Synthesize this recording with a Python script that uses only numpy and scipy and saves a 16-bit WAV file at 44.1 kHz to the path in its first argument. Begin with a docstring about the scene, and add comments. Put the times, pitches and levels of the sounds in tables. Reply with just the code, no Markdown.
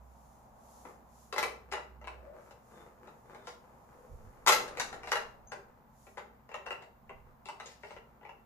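"""A hard-floored playroom, where a child fits a small plastic figure into a hollow toy aeroplane.
The figure knocks on the hull, loose parts chatter and knock home, and a catch snaps: each impact
excites damped modes, and the room reverberates. The toy slides after each burst of blows, edges rasp
and joints squeak by stick-slip friction, and the floorboards boom. Clothes swish and rustle over dull
bumps, still air and a low hum that sinks to a faint trace early on."""
import sys
import numpy as np
from scipy import signal
from scipy.fft import rfft, irfft, next_fast_len
from scipy.io import wavfile

SR = 44100
rng = np.random.default_rng(int(sys.argv[2]) if len(sys.argv) > 2 else 0)


def inscribe(sig):
    """Save sig as 16-bit PCM at rate SR to the path in sys.argv[1].

    A 1-D sig is mono; a 2-D sig holds one channel per row.
    Samples are clipped to [-1, 1] before scaling.
    """
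    pcm = np.round(np.clip(np.atleast_2d(sig).T, -1, 1) * 32767)
    wavfile.write(sys.argv[1], SR, pcm.astype(np.int16))


N = 372689
MIDDLING_DB = -40   # table level of a blow of middling strength

# figure against the hull: (time [s], relative level [dB], brightness [dB])
FIGURE_KNOCKS = [(0.851, -50.5, -16), (1.326, -35.5, -5.5), (1.362, -33.5, -12), (1.381, -26, -5),
                 (1.428, -27.5, -6.5), (2.509, -54.5, -7), (3.073, -56, -7.5), (3.347, -50.5, -10.5),
                 (3.471, -43, -4.5), (4.464, -26.5, -5), (4.473, -17, -5.5), (4.48, -18.5, -1.5),
                 (4.491, -23, -3.5), (4.522, -20, -2.5), (4.68, -44, -6), (4.772, -38.5, -6),
                 (4.928, -41.5, -7.5), (5.519, -38, -11.5), (6.068, -55.5, -13), (6.172, -43.5, -14.5),
                 (6.179, -42.5, -12)]
# loose parts knocking home: (time [s], relative level [dB], brightness [dB], chatter beforehand [s])
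PART_KNOCKS = [(1.7164, -44.5, -2, 0), (1.724, -32.5, -8, 0.0049), (1.736, -34.5, -11.5, 0),
               (1.77, -39, -16, 0), (2.073, -38.5, -13, 0.059), (5.118, -23, -8, 0.085),
               (5.156, -27.5, -10, 0), (6.542, -35.5, -11.5, 0.051), (6.664, -37.5, -13, 0.0055),
               (6.706, -32.5, -10, 0), (6.823, -53, -7, 0.012), (7.094, -45, -20, 0), (7.457, -48, 0, 0),
               (7.487, -38.5, -8, 0), (7.6, -42.5, -8.5, 0.0011), (7.659, -55, 7.5, 0),
               (7.835, -45, -16.5, 0.0014), (7.907, -48, -10.5, 0.00053), (7.965, -48, -16, 0),
               (8.251, -47.5, -17, 0.039), (8.292, -47, -14.5, 0)]
# modes of the hollow hull: (frequency [Hz], relative level [dB], t60 [s])
HULL_MODES = [(402.6, -5.5, 0.07), (473, -9, 0.15), (599, 1, 0.05), (795, 1, 0.062), (866, 2, 0.041),
              (1048, 1, 0.051), (1195, -6, 0.085), (1353, 4.5, 0.055), (1440, -9.5, 0.0401),
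              (2014, 4, 0.027), (2205, -2.5, 0.031), (2600, -3, .02), (3922, -9.5, 0.019),
              (5400, -12.5, 0.013), (6870, -14, 0.038)]


def figure_knocks(spots):
    """Impact excitation: the figure strikes the hull, which rings in its normal modes."""
    return blows(FIGURE_KNOCKS, HULL_MODES, spots,
                 body_db=-1, crack_db=9.5, crack_t60=.03, top_hz=18500, gain_db=-5.5)


def loose_parts(spots):
    """Clearance rattle: a part with play in its seat touches lightly twice before it knocks home."""
    # modes of a loose part: (frequency [Hz], relative level [dB], t60 [s])
    part_modes = [(948, 2, 0.058), (1700, -12, 0.038), (1925, -0.5, 0.049), (2784, 0.5, 0.051),
                  (2750, 2, 0.053), (2886, -4, 0.035)]
    contacts = [row[:3] for row in PART_KNOCKS]
    for s, db, bright_db, chatter_s in PART_KNOCKS:
        if chatter_s > 0:
            touch_db = -54.5 + .66 * (db - MIDDLING_DB)
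            contacts.append((s - chatter_s, touch_db, bright_db - 1))
            contacts.append((s - .52 * chatter_s, touch_db + 4, bright_db - 1))
    return blows(contacts, HULL_MODES + part_modes, spots,
                 body_db=-2, crack_db=12.5, crack_t60=.015, top_hz=17500, gain_db=-6.5)


def catch_snap(spots):
    """Impulse response: a catch snaps home, exciting its own modes and those of the hull."""
    # the snap: (time [s], relative level [dB], brightness [dB])
    snaps = [(4.798, -34, -1.5)]
    # modes of the catch: (frequency [Hz], relative level [dB], t60 [s])
    catch_modes = [(1922, 14, 0.027), (3750, 0.5, 0.031), (6100, 0, 0.011), (6900, -4, 0.031)]
    return blows(snaps, HULL_MODES + catch_modes, spots,
                 body_db=-6.5, crack_db=15, crack_t60=.034, top_hz=18000, gain_db=-.5)


def blows(contacts, modes, spots, body_db, crack_db, crack_t60, top_hz, gain_db):
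    """Modal superposition: each contact is a noisy crack plus a sum of damped sinusoids."""
    # spectrum of the contact itself: (frequency [Hz], relative density [dB])
    crack_spectrum = [(150, -23), (280, -11), (400, 1.5), (900, 4), (2200, 6.5), (3300, -10.5), (6000, -13),
                      (10000, -24.5), (13000, -18), (15500, -35.5)]
    out, t = np.zeros((2, N + SR)), np.arange(SR // 8) / SR
    hz, mode_db, t60 = np.array(modes, float).T[:, :, None]
    attack = t < .011
    for k, (s, level_db, bright_db) in enumerate(contacts):
        strength = from_db(mode_db + 2 * rng.standard_normal(hz.shape)) * rng.choice([-1, 1], hz.shape)
        grip = 1 + .02 * rng.standard_normal(hz.shape)   # the fingers detune the shell a little
        ring = np.sum(strength * from_db(-60 * t / t60) * np.sin(2 * np.pi * hz * grip * t), axis=0)
        crack_noise = coloured(rng.standard_normal(len(t)), crack_spectrum)
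        hit = ring + from_db(crack_db - 60 * t / crack_t60) * crack_noise
        # a lighter touch is duller and hollower
        reach_hz = max(top_hz * from_db(.11 * level_db), 5000)
        hollow_db = body_db - .3176 * (level_db - MIDDLING_DB)
        zones = [band(hit, *edges, order=3) for edges in [(350, 900), (900, 3300), (3300, reach_hz)]]
        hit = sum(from_db(zone_db) * zone / np.std(zone[attack])
                  for zone, zone_db in zip(zones, (hollow_db, 0, bright_db)))
        hit, lead = grazed(hit, graze_db=-19, lead_s=.003)
        sound = heard_from(hit, spots[k % len(spots)])
        start = round(s * SR) - lead
        out[:, start:start + sound.shape[1]] += from_db(gain_db + level_db) * sound
    return out[:, :N]


def grazed(hit, graze_db, lead_s):
    """Double contact: an edge grazes just before the blow; gives the sound and its lead in samples."""
    lead = int(lead_s * rng.uniform(.32, 1.5) * SR) + 1
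    graze = from_db(graze_db + 1.2 * rng.standard_normal()) * np.pad(hit, (0, lead))
    return graze + np.pad(hit, (lead, 0)), lead


def scuffs():
    """Sliding friction: toy and knees rub over the floor, and the toy slides on after each burst."""
    # strokes on the floor: (centre time [s], duration [s], relative level [dB])
    strokes = [(.88, 0.045, -47), (2.35, 0.3, -54.5), (2.78, 0.15, -49), (3.06, 0.095, -50),
               (3.355, 0.15, -48.5), (4.0, 0.67, -59.5), (4.72, 0.48, -48)]
    # floor friction: (frequency [Hz], relative density [dB])
    spectrum = [(150, -5.5), (300, -4), (450, 5.5), (650, -3.5), (1300, -1.5), (2200, -12.5), (3300, -26.5),
                (7000, -30), (14000, -41)]
    pause_s, delay_s, slide_s = .15, .16, .33   # a gap longer than pause_s ends a burst
    knocks = sorted(FIGURE_KNOCKS + PART_KNOCKS)
    gaps = np.diff([row[0] for row in knocks], append=np.inf)
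    slides = [(s + delay_s, slide_s, -63 + .4 * (db - MIDDLING_DB))
              for (s, db, *_), gap_s in zip(knocks, gaps) if gap_s > pause_s]
    return from_db(-11) * rubbing(strokes + slides, spectrum, slips_per_s=380, spread_db=6.5, hiss=.37)


def rasps():
    """Dry friction: hard edges catch and slip as they pass each other."""
    # strokes of edge on edge: (centre time [s], duration [s], relative level [dB])
    strokes = [(3.49, 0.047, -56), (4.87, 0.023, -62), (5.08, 0.034, -49.5), (7.68, 0.087, -56),
               (7.88, 0.093, -62)]
    # edge friction: (frequency [Hz], relative density [dB])
    spectrum = [(400, -7), (1000, -23), (1800, 5), (3000, -3), (5500, -1), (8000, -11), (14000, -21)]
    return from_db(-6) * rubbing(strokes, spectrum, slips_per_s=390, spread_db=3, hiss=.29)


def rubbing(strokes, spectrum, slips_per_s, spread_db, hiss):
    """Stick-slip motion: plastic advances in tiny uneven jerks, a random impulse train over noise."""
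    sizes = from_db(spread_db * np.minimum(rng.exponential(1, N), 4)) * rng.choice([-1, 1], N)
    slips = rms_one(sizes * (rng.random(N) < slips_per_s / SR))
    return swells(strokes) * coloured(slips + hiss * rng.standard_normal(N), spectrum)


def squeaks(width_hz):
    """Friction-induced vibration: joints squeak and the figure groans in narrow, unsteady bands."""
    # sticking contacts: (centre time [s], duration [s], relative level [dB], frequency [Hz])
    strokes = [(2.29, .17, -57.5, 600), (2.782, 0.063, -72.5, 3570), (3.38, 0.12, -73.5, 3580),
               (4.05, .25, -65, 480), (5.482, 0.016, -54.5, 6400)]
    out = np.zeros(N)
    for s, length, db, hz in strokes:
        tone = rms_one(band(rng.standard_normal(N), hz - width_hz / 2, hz + width_hz / 2))
        out += swells([(s, length, db)]) * tone
    return from_db(-3.5) * out


def floorboards():
    """Structure-borne sound: a landing knee and the figure's knocks excite the modes of the boards."""
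    # modes of the boards: (frequency [Hz], relative level [dB], t60 [s])
    modes = [(176, -5.5, 0.13), (217, -3.5, 0.071), (265, -1.5, 0.064), (340, -2, 0.091), (586, -4, .07)]
    knee = (.849, -53)   # (time [s], relative level [dB])
    out, t = np.zeros(N), np.arange(SR // 5) / SR
    for s, level_db in [knee] + [(s, db - 27.5) for s, db, _ in FIGURE_KNOCKS]:
        boom = sum(from_db(db - 60 * t / t60) * np.sin(2 * np.pi * hz * t) * rng.choice([-1, 1])
                   for hz, db, t60 in modes)
        start = round(s * SR)
        out[start:start + len(t)] += from_db(level_db) * boom
    return out


def swishes():
    """Fibre friction: brushing sleeves and hair radiate short swells of treble noise."""
    # brushing strokes: (centre time [s], duration [s], level [dB])
    strokes = [(.28, 0.35, -73.5), (.78, 0.24, -65.5), (1.22, 0.17, -67), (2.47, 0.14, -74),
               (2.76, .2, -71.5), (3.3, 0.6, -78), (4.15, .7, -76), (6.06, 0.15, -69)]
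    # brushing fibres: (frequency [Hz], relative density [dB])
    spectrum = [(1000, -33.5), (3000, -7), (4500, -4), (7000, 5.5), (8500, -5.5), (11000, 1.5),
                (15000, -12)]
    return swells(strokes) * coloured(diffuse(N), spectrum)


def rustle():
    """Cloth friction: sliding folds make midrange noise that follows the child's movement."""
    # envelope of the rustle: (time [s], level [dB])
    levels = [(0, -65), (0.801, -59), (1.7, -72.5), (3.2, -64), (3.6, -62), (4.3, -64), (5.4, -63),
              (6.42, -74), (6.95, -69), (8.45, -70.5)]
    # sliding cloth: (frequency [Hz], relative density [dB])
    spectrum = [(200, -16), (350, -10), (600, -1.5), (820, 2.5), (1050, -2.5), (1600, -20.5), (3000, -32.5),
                (8000, -43)]
    return envelope(levels) * coloured(diffuse(N), spectrum)


def bumps():
    """Amplitude modulation: brief swells of bass noise are heard as dull bumps."""
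    # bumps: (centre time [s], duration [s], relative level [dB])
    strokes = [(4.135, 0.05, -46), (4.24, 0.1, -50), (4.95, 1, -61), (7.2, 0.21, -58.5),
               (7.97, 0.089, -62.5)]
    # bass noise: (frequency [Hz], relative density [dB])
    spectrum = [(18, -9), (39, -5.5), (60, -8), (120, -14), (250, -32.5), (600, -68)]
    return swells(strokes) * coloured(diffuse(N), spectrum)


def hum(hz, waver):
    """Beating: a low tone wavers as it interferes with a narrow band of noise around it."""
    # envelope of the hum: (time [s], relative level [dB])
    levels = [(0, -57), (.4, -68), (1.1, -68), (2.2, -53), (2.4, -72)]
    tone = np.sqrt(2) * np.sin(2 * np.pi * hz * np.arange(N) / SR)
    unsteady = rms_one(band(rng.standard_normal(N), hz - 4, hz + 4))
    return envelope(levels) * (tone + waver * unsteady)


def room_air(level_db):
    """Ambient noise: still air carries a steady, diffuse background, strongest in the bass."""
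    # room air: (frequency [Hz], relative density [dB])
    spectrum = [(18, -22), (45, -0.5), (80, -9), (130, 0), (180, -7), (230, 1), (320, -21), (600, -16),
                (900, -8), (1500, -19), (3000, -34.5), (5500, -38.5), (7100, -36.5), (8500, -44),
                (14000, -32)]
    return from_db(level_db) * coloured(diffuse(N), spectrum)


def room_paths(wet_db, build_s, echo_db, wet_left_db, direct_left_db, lag_s):
    """Room impulse response: direct sound from the left, early echoes, a tail whose treble dies first."""
    # reverberation time: (frequency [Hz], t60 [s])
    decay_times = [(200, 0.55), (600, 0.44), (1500, 0.35), (4000, 0.33), (8000, 0.31), (14000, .27)]
    t = np.arange(SR * 3 // 5) / SR
    edges, tail = np.geomspace(100, 18000, 12), 0
    noises = diffuse(len(t)), diffuse(len(t))
    for k, (low, high) in enumerate(zip(edges, edges[1:])):
        t60 = at_hz(decay_times, np.sqrt(low * high))
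        tail = tail + band(noises[k % 2], low, high) * from_db(-60 * t / t60)
    paths = from_db(wet_db) * rms_one(tail * (1 - np.exp(-t / build_s))) / np.sqrt(len(t))
    for delay in rng.uniform(.0014, .022, size=5):
        slant = rng.uniform(-.0003, .00026)   # each echo comes from its own side
        arrivals = [round(delay * SR), round((delay + slant) * SR)]
        paths[[0, 1], arrivals] += from_db(echo_db) * rng.choice([-1, 1])
    paths *= from_db([[wet_left_db / 2], [-wet_left_db / 2]])
    paths[[0, 1], [0, round(lag_s * SR)]] += from_db([direct_left_db / 2, -direct_left_db / 2])
    return paths


def heard_from(x, paths):
    """Convolution with one spot's impulse response places a sound in the room."""
    return signal.fftconvolve(x[None], paths, axes=1)


def diffuse(count):
    """Diffuse field: white noise from all sides, coherent in the bass and hardly so in the treble."""
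    # likeness of left and right: (frequency [Hz], correlation [1])
    coherence = [(100, 0.78), (300, 0.87), (600, 0.42), (1200, 0), (3000, 0), (14000, 0.31)]
    size = next_fast_len(count)
    mid, side = rfft(rng.standard_normal((2, size)))
    alike = np.clip(at_hz(coherence, np.fft.rfftfreq(size, 1 / SR) + 1), -1, 1)
    left_right = np.sqrt((1 + alike) / 2) * mid + np.sqrt((1 - alike) / 2) * side * [[1], [-1]]
    return irfft(left_right, size)[:, :count]


def swells(strokes):
    """Incoherent addition: the strokes' Gaussian power curves sum; gives the amplitude."""
    t, power = np.arange(0, N, 32) / SR, 0
    for middle, length, level_db in strokes:
        bell = np.exp(-np.minimum((2 * (t - middle) / length) ** 2, 60))
        power = power + from_db(level_db) ** 2 * bell
    return np.interp(np.arange(N) / SR, t, np.sqrt(power))


def envelope(levels):
    """Amplitude interpolated in decibels between (time [s], level [dB]) points."""
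    return from_db(np.interp(np.arange(N) / SR, *np.transpose(levels)))


def coloured(x, spectrum):
    """Spectral shaping of a noise, at unit rms."""
    size = next_fast_len(x.shape[-1])
    hz = np.fft.rfftfreq(size, 1 / SR) + 1
    shaped = irfft(rfft(x, size) * from_db(at_hz(spectrum, hz)), size)
    return rms_one(shaped[..., :x.shape[-1]])


def band(x, low_hz, high_hz, order=2):
    """Causal band-pass filter."""
    sections = signal.butter(order, [low_hz, min(high_hz, .47 * SR)], "band", fs=SR, output="sos")
    return signal.sosfilt(sections, x)


def at_hz(points, hz):
    """Interpolation on a log-frequency axis."""
    points = np.array(points)
    return np.interp(np.log(hz), np.log(points[:, 0]), points[:, 1])


def rms_one(x):
    """Normalisation to unit rms."""
    return x / np.sqrt(np.mean(x ** 2) + 1e-20)


def from_db(db):
    """Decibels to amplitude ratio."""
    return 10 ** (np.asarray(db) / 20)


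def scene():
    """Linear superposition: toy, floor, clothes and background add at left and right."""
    # every part of the toy radiates its own way into the room
    spots = [room_paths(wet_db=1.5, build_s=.0027, echo_db=-8, wet_left_db=1.66,
                        direct_left_db=5.5, lag_s=.00012) for _ in range(10)]
    toy = figure_knocks(spots) + loose_parts(spots) + catch_snap(spots)
    friction = heard_from(scuffs() + rasps() + squeaks(width_hz=104), spots[-1])[:, :N]
    boards = heard_from(floorboards(), spots[0])[:, :N]
    clothes = swishes() + rustle()
    bass = (bumps() + hum(hz=63, waver=.3)) * from_db([[-3], [2]])   # stronger on the right
    return toy + friction + boards + clothes + bass + room_air(level_db=-63)


def record(dry):
    """Band limiting: a steep elliptic low-pass removes the treble above 15.3 kHz."""
    return signal.sosfilt(signal.ellip(10, .1, 80, 15300, fs=SR, output="sos"), dry)


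dry = scene()
out = record(dry)
inscribe(out)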